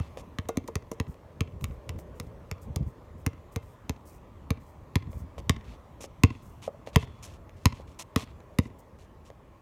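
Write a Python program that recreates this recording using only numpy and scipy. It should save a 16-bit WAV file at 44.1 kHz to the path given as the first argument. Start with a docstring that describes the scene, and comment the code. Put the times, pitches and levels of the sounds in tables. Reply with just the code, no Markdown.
"""Basketball on a concrete driveway

Each close bounce cracks, thumps and rings faintly with the air inside the ball; walls and fences answer.
Some bounces leave a gritty decay. Hands slap and brush the ball, soles land and scuff on the concrete.
Far traffic rumbles and light wind buffets the microphone."""
import sys
import numpy as np
from scipy import signal
from scipy.fft import rfft, irfft, next_fast_len
from scipy.io import wavfile
from scipy.ndimage import uniform_filter1d, map_coordinates

SR = 44100
rng = np.random.default_rng(int(sys.argv[2]) if len(sys.argv) > 2 else 0)


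def output_pcm(signal):
    """Save a mono or channel-first signal as 16-bit PCM at the path in sys.argv[1].

    Samples are clipped to [-1, 1] before scaling.
    """
    pcm = np.clip(np.atleast_2d(signal).T, -1, 1) * 32767
    wavfile.write(sys.argv[1], SR, np.round(pcm).astype(np.int16))


N = 423801
T = np.arange(SR // 2) / SR  # time within one event [s]


def amp(db):
    """dB to gain."""
    return 10 ** (np.asarray(db) / 20)


def unit(x):
    """Scaled to rms 1."""
    return x / np.sqrt(np.mean(x ** 2) + 1e-20)


def along(points, hz):
    """Interpolates (frequency, value) points on a log axis."""
    f, v = np.transpose(points)
    return np.interp(np.log(hz + 1), np.log(f + 1), v)


def curves(rows):
    """One value per sample for each column after the time."""
    s, *cols = np.transpose(rows)
    return [np.interp(np.arange(N) / SR, s, v) for v in cols]


def wobble(rate_hz):
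    """Smooth curve through random knots."""
    knots = rng.standard_normal(int(N * rate_hz / SR) + 4)
    return map_coordinates(knots, [np.arange(N) * rate_hz / SR])


def filtered(x, response):
    """Applies a frequency response."""
    m = next_fast_len(len(x) + 8192)
    return irfft(rfft(x, m) * response(np.fft.rfftfreq(m, 1 / SR)), m)[:len(x)]


def noise(spectrum, size=N):
    """Coloured noise of rms 1."""
    return unit(filtered(rng.standard_normal(size), lambda hz: amp(along(spectrum, hz))))


def shaped(x, envelope):
    """Noise under an envelope, scaled to the envelope's energy."""
    return unit(x * envelope) * np.sqrt(np.mean(envelope ** 2))


def ring(hz, t60_s, t, rise_s):
    """Decaying mode that starts at t = 0."""
    t = np.maximum(t, 0)
    return np.sin(2 * np.pi * hz * t) * amp(-60 * t / t60_s) * (1 - np.exp(-t / rise_s))


def add(track, s, sound):
    """Mixes a sound into the track at time s."""
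    part = track[round(s * SR):][:len(sound)]
    part += sound[:len(part)]


# traffic: (time [s], drone [dB], tyre roar [dB])
TRAFFIC_LEVELS = [(0, -57.5, -79), (.5, -61.5, -52), (1.2, -62, -54.5), (2.03, -61, -48), (3.6, -61.5, -59),
                  (4.5, -62, -66), (5.6, -60.5, -71), (6.3, -62, -95), (6.9, -61.5, -64.5),
                  (8.6, -62, -55.5), (9.61, -64, -76)]
# drone and tyre spectra: (frequency [Hz], density [dB])
DRONE_SPECTRUM = [(15, -41.5), (25, 3.5), (76, 7.5), (159, -4.5), (470, -13.5), (584, -11.5), (726, -17),
                  (1060, -13.5), (1510, -27), (1930, -27), (4860, -42), (6380, -41), (10400, -47.5),
                  (14400, -46), (16500, -53)]
TYRE_SPECTRUM = [(250, -28.5), (400, -5.5), (620, -6.5), (730, -28), (900, -63.5)]
def traffic():
    """Far traffic: a drone that wavers in patches of time and frequency, plus tyre roar."""
    z = signal.stft(noise(DRONE_SPECTRUM), nperseg=1024)[2]
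    patches = uniform_filter1d(uniform_filter1d(rng.standard_normal(z.shape), 8, 0), 8, 1)
    drone = unit(signal.istft(z * amp(1.7 * unit(patches)), nperseg=1024)[1][:N])
    drone_db, tyre_db = curves(TRAFFIC_LEVELS)
    return amp(drone_db + 14.5) * drone + amp(tyre_db - 5.5) * noise(TYRE_SPECTRUM)


# gusts: (peak time [s], level [dB], length [s])
WIND_GUSTS = [(1.093, -32, 0.04), (1.475, -41, 0.06), (1.56, -37, 0.1), (1.635, -28, 0.051),
              (1.7, -33.5, 0.097), (1.783, -42, 0.039), (1.882, -41, 0.046), (1.955, -34, 0.1),
              (2.11, -48, 0.35), (2.267, -42.5, 0.14), (2.38, -48, 0.046), (2.51, -44, .04),
              (2.695, -32, .1), (2.817, -22.5, 0.051), (2.873, -26.5, 0.034), (5.01, -45, .06),
              (5.084, -33, 0.076), (5.163, -27, 0.033), (5.225, -36, 0.1), (5.391, -36.5, 0.068),
              (5.49, -38, 0.16), (5.57, -37.5, 0.093), (5.704, -36.5, 0.099)]
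# eddy spectrum: (frequency [Hz], density [dB])
EDDY_SPECTRUM = [(15, -35), (25, -3), (70, 11.5), (103, 0), (129, 1), (224, -9.5), (500, -27.5), (650, -36),
                 (1100, -120)]
def wind():
    """Eddies buffet the microphone in bell-shaped gusts."""
    strength = np.zeros(N)
    for s, db, length_s in WIND_GUSTS:
        add(strength, s - length_s, amp(db) * np.exp(-8 * (T / length_s - 1) ** 2))
    eddies = noise(EDDY_SPECTRUM)
    power = np.abs(uniform_filter1d(eddies ** 2, size=1300))
    return strength * unit(eddies / np.sqrt(power + 0.28))  # evened out so the gust sets the level


# wall and fence reflections: (delay [s], level [dB])
WALL_ECHOES = [(.011, -12), (.044, -37), (.068, -23), (.071, -26), (0.115, -33)]
# street scatter: (frequency [Hz], t60 [s])
STREET_DECAY = [(200, 0.3), (2000, 0.32), (10000, 0.087)]
def reflections(x):
    """Dulled echoes off walls and fences over a thin scattered tail."""
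    echoes = sum(amp(db) * np.pad(x, (round(delay_s * SR), 0))[:N] for delay_s, db in WALL_ECHOES)
    hz, t, z = signal.stft(rng.standard_normal(SR // 2), SR, nperseg=256)
    tail = signal.istft(z * amp(-60 * t / along(STREET_DECAY, hz)[:, None]), SR, nperseg=256)[1]
    scattered = signal.fftconvolve(x, tail / np.linalg.norm(tail))[:N]
    return filtered(echoes, lambda hz: 1 / (1 + 1j * hz / 4000) ** 2) + amp(-21.5) * scattered


def strokes(rows, spectra, rise_s, fall_s, fade_db=-1):
    """Bands of grainy noise under one envelope per stroke."""
    envelopes = np.zeros((len(spectra), N))
    for s, length_s, *bands_db in rows:
        edges = np.clip(T / rise_s, 0, 1) * np.clip((length_s - T) / fall_s + .5, 0, 1)
        stroke = edges * amp(fade_db * (T / length_s - 1.5))
        for envelope, db in zip(envelopes, bands_db):
            add(envelope, s, amp(db) * stroke)
    grain = unit(amp(2.5 * wobble(500) + 1.5 * wobble(35)))
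    return grain * sum(envelope * noise(band) for envelope, band in zip(envelopes, spectra))


# brushes on the ball: (time [s], length [s], level [dB])
HAND_SWISHES = [(1.074, 0.073, -76), (1.605, 0.033, -65), (1.665, 0.093, -77.5), (1.983, 0.026, -58.5),
                (2.15, 0.054, -73), (2.22, 0.075, -77), (2.612, 0.039, -67), (2.864, 0.045, -71),
                (3.175, 0.054, -77.5), (3.515, 0.036, -67.5), (3.618, 0.13, -75), (4.051, 0.12, -67.5),
                (4.595, 0.13, -77.5), (5.102, 0.13, -71), (6.419, 0.094, -71.5), (6.514, 0.12, -78),
                (8.785, 0.015, -64)]
# brush and airy top spectra: (frequency [Hz], density [dB])
BRUSH_SPECTRUM = [(3500, -23), (5000, -9), (6800, -6), (9000, -5.5), (10500, -17), (12000, -36)]
AIRY_SPECTRUM = [(8500, -41), (10500, -7), (14000, -5), (15800, -8), (16500, -39)]
def swishes():
    """Fingers and cloth brush the ball in soft swells."""
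    rows = [(s, length_s, db, db - 1) for s, length_s, db in HAND_SWISHES]
    return strokes(rows, (BRUSH_SPECTRUM, AIRY_SPECTRUM), rise_s=0.0072, fall_s=0.04)


# shoe scuffs and bounce tails: (time [s], length [s], hiss [dB], grit [dB])
GRITTY_SCRAPES = [(0.005, 0.078, -73.5, -62.5), (0.172, 0.039, -57.5, -55), (0.493, 0.022, -67, -67),
                  (0.928, 0.013, -60, -64), (5.377, 0.023, -59.5, -54), (5.64, 0.12, -73, -62.5),
                  (6.004, 0.054, -50.5, -52.5), (6.291, 0.14, -74, -67), (6.618, 0.064, -58, -53.5),
                  (6.861, 0.04, -65, -58), (6.927, 0.035, -67, -58.5), (6.98, 0.07, -62.5, -55),
                  (7.064, 0.26, -83, -73), (7.224, 0.042, -53, -55.5), (7.27, 0.099, -68, -63.5),
                  (7.562, 0.2, -76, -71.5), (7.742, 0.084, -71, -63.5), (7.868, 0.086, -74, -69),
                  (7.988, 0.037, -45, -44.5), (8.168, 0.071, -54, -46.5), (8.233, 0.088, -78, -64.5),
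                  (8.617, 0.061, -67, -64.5), (8.983, 0.076, -74.5, -70), (9.247, 0.046, -68, -65.5)]
# hiss and grit spectra: (frequency [Hz], density [dB])
HISS_SPECTRUM = [(3500, -41), (5200, 1.5), (6500, 2.5), (9000, -4.5), (13000, -11), (15500, -19),
                 (16500, -37)]
GRIT_SPECTRUM = [(400, -7.5), (1100, 2), (1500, -10.5), (2400, -1.5), (4500, -7), (6500, -26),
                 (9000, -45.5)]
def scrapes():
    """Shoe scuffs and the gritty decay after ball bounces on concrete."""
    return strokes(GRITTY_SCRAPES, (HISS_SPECTRUM, GRIT_SPECTRUM), rise_s=0.0053, fall_s=0.019)


# thud spectrum: (frequency [Hz], density [dB])
THUD_SPECTRUM = [(70, -24), (130, -6), (350, -1), (580, -1), (800, -11), (1200, -11), (1500, -40),
                 (3000, -49.5)]
def thud(db, t60_s):
    """Dull, fast-dying noise of a landing."""
    t = T[:SR // 5]
    envelope = amp(db - 60 * t / t60_s) * (1 - np.exp(-t / 0.00022))
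    return shaped(noise(THUD_SPECTRUM, len(t)), envelope)


# crack spectrum: (frequency [Hz], density [dB])
CRACK_SPECTRUM = [(700, -17.5), (1200, 9.5), (1500, -9), (2000, 10), (3000, 1), (4200, -2), (4900, -6),
                  (6800, -2.5), (7800, -15), (9200, -10.5), (12000, -18.5), (14000, -11.5), (15800, -30),
                  (16800, -33.5)]
def crack(mid_db, treble_db, t60_s, rise_s):
    """Air squeezed from the contact patch: a short noise whose treble dies first."""
    t = T[:SR // 10]
    air = noise(CRACK_SPECTRUM, len(t))
    treble = filtered(air, lambda hz: 1 / (1 + (5000 / (hz + 1)) ** 6))
    onset = 1 - np.exp(-t / rise_s)
    return (shaped(air - treble, onset * amp(mid_db - 60 * t / t60_s))
            + shaped(treble, onset * amp(treble_db - 60 * t / (.75 * t60_s))))


# sole and fingertip landings: (time [s], click [dB], pat [dB])
LANDINGS = [(0.1725, -33, -34.5), (0.1953, -51, -47), (1.143, -47.5, -60), (1.611, -38.5, -48),
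            (1.9898, -39.5, -37), (5.1307, -42, -45.5), (5.3809, -39, -33.5), (5.4004, -41, -40.5),
            (6.006, -48, -42), (6.0404, -33.5, -36), (6.678, -48.5, -25), (6.8727, -32.5, -34),
            (7.494, -40.5, -67), (7.7987, -54, -38), (7.878, -48, -62), (8.315, -53, -62),
            (8.4036, -45, -47.5), (9.302, -41.5, -43)]
def pats():
    """Soles and fingertips land with a small click, a damped tone and a thud."""
    out = np.zeros(N)
    for s, click_db, pat_db in LANDINGS:
        add(out, s, 0.96 * crack(click_db, click_db - 8.5, t60_s=0.0067, rise_s=0.0005))
        hz = 557 + 1.5 * (pat_db + 41)  # firmer landings sound higher
        add(out, s, 2.2 * amp(pat_db) * ring(hz, .02, T[:SR // 5], rise_s=.001))
        add(out, s, thud(pat_db - 2, t60_s=.035))
    return out


# air modes in the ball: (frequency [Hz], level [dB], t60 [s])
AIR_MODES = [(1427, -10, .2), (1674, -10, .2), (2105, 4, .28), (2654, 6, .27), (3149, -2, .38),
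             (3413, -8, .9), (3655, -7, .5), (4285, -10, .7)]
def cavity(tilt_db_per_oct):
    """The enclosed air rings, with new mode strengths at every blow."""
    return sum(amp(db + tilt_db_per_oct * np.log2(hz / 2400) + rng.normal(0, 3.5))
               * ring(hz, t60_s, T, rise_s=0.00077) for hz, db, t60_s in AIR_MODES)


# slaps: (time [s], smack [dB], treble [dB], hollow [dB], ring re smack [dB], smack t60 [s], palm lag [s])
HAND_SLAPS = [(0.4867, -39, -32, -20.5, -23, 0.025, 0.0044),
              (0.6761, -47.5, -43, -25.5, -26, 0.042, 0.0088), (0.915, -43, -34.5, -27, -33, 0.02, 0.0017)]
# shell modes under a flat palm: (frequency [Hz], level [dB], t60 [s])
PALM_MODES = [(250, -4, .03), (350, -1, .04), (455, -1, .075), (600, -3, .035), (960, -3, .025)]
def slaps():
    """Fingers smack the ball and ring its air; the palm follows with a hollow thud."""
    sharp, deep = np.zeros((2, N))
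    for s, smack_db, treble_db, hollow_db, ring_db, smack_t60_s, lag_s in HAND_SLAPS:
        add(sharp, s, 1.54 * crack(smack_db, treble_db, smack_t60_s, rise_s=0.0015))
        add(sharp, s, amp(smack_db + ring_db) * cavity(tilt_db_per_oct=-15))
        shell = sum(amp(db) * ring(hz, t60_s, T - lag_s, rise_s=0.00054) for hz, db, t60_s in PALM_MODES)
        add(deep, s, 0.71 * amp(hollow_db) * shell)
        add(deep, s + lag_s, thud(hollow_db - 5, t60_s=0.038))
    return sharp, deep


# bounces: (time [s], crack [dB], treble [dB], thump [dB], shell [dB], hollow [dB], ring [dB])
BALL_BOUNCES = [(0.0, -40, -44, -26.5, -43, -45.5, -64.5), (0.386, -25, -38.5, -30.5, -32, -42, -73),
                (0.5717, -29, -27.5, -34, -22, -46, -72), (0.755, -26, -26, -27, -38, -34.5, -69.5),
                (0.9999, -24.5, -31.5, -27.5, -27, -36, -72),
                (1.4071, -22.5, -29.5, -24.5, -29.5, -40, -63.5), (1.6417, -27.5, -29, -34, -40, -46, -78),
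                (1.8922, -31, -34, -31, -42, -45, -71), (2.1993, -30, -31.5, -34.5, -39, -45, -76),
                (2.5133, -29, -32, -30.5, -43.5, -45, -75), (2.7604, -36, -26.5, -25.5, -46, -38.5, -72),
                (3.2638, -23.5, -24, -24, -27, -35, -66), (3.5605, -29.5, -30.5, -29, -33.5, -35.5, -67.5),
                (3.8948, -27.5, -27.5, -27.5, -30, -35.5, -69), (4.5053, -24, -29, -23.5, -26, -34.5, -71),
                (4.9561, -18.5, -25, -21.5, -25, -31.5, -64), (5.4951, -14, -17.5, -21.5, -21, -31, -61),
                (6.2354, -11, -17.5, -16.5, -13.5, -27, -53.5),
                (6.9591, -11.5, -18.5, -16, -23, -20.5, -53), (7.6558, -12.5, -15, -18, -19.5, -35, -60),
                (8.1605, -17.5, -22.5, -26, -19.5, -31, -61), (8.5866, -19, -24, -22, -17.5, -32, -68)]
# thump, punch, shell, hollow, knock modes: (frequency [Hz], t60 [s], rise [s], extra lag [s], sign)
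BODY_MODES = [(86, .06, .002, .002, -1), (122, .045, .0015, .0018, -1), (232, .03, .0006, 0, 1),
              (435, .045, .004, .0005, 1), (1020, .022, .0005, -.002, 1)]
def bounces():
    """The ball cracks at first touch on concrete, then thumps as it flattens and springs back."""
    flatten_s, usual_db = 0.003005, -25
    sharp, deep = np.zeros((2, N))
    t = T[:SR // 5] - flatten_s
    for s, crack_db, treble_db, thump_db, shell_db, hollow_db, ring_db in BALL_BOUNCES:
        add(sharp, s, 0.9 * crack(crack_db, treble_db, t60_s=0.013, rise_s=0.0001))
        add(sharp, s, amp(ring_db) * cavity(tilt_db_per_oct=-4))
        punch_db = -27.5 + 1.6 * (thump_db - usual_db)
        knock_db = -42 + 1.365 * (crack_db - usual_db)
        modes_db = (thump_db, punch_db, shell_db, hollow_db, knock_db)
        for (hz, t60_s, rise_s, lag_s, sign), db in zip(BODY_MODES, modes_db):
            detuned_hz = hz * rng.normal(1, .05)
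            add(deep, s, 3.52 * sign * amp(db) * ring(detuned_hz, t60_s, t - lag_s, rise_s))
        add(deep, s, thud(thump_db - 6.5, t60_s=0.038))
    return sharp, deep


def scene():
    """Ball, hands and feet up close, their echoes, traffic and wind."""
    sharp, deep = np.add(bounces(), slaps())
    sharp += pats()
    echoes = reflections(sharp + amp(-1) * deep)
    return (sharp + deep + echoes + scrapes() + swishes() + traffic() + wind())[None]


def record(dry):
    """The microphone rolls off the deepest bass and cuts everything above its band limit."""
    bass_hz, top_hz = 36, 17000
    return filtered(dry[0], lambda hz: (1j * hz / (bass_hz + 1j * hz)) ** 3 * (hz < top_hz))[None]


dry = scene()
out = record(dry)
output_pcm(out)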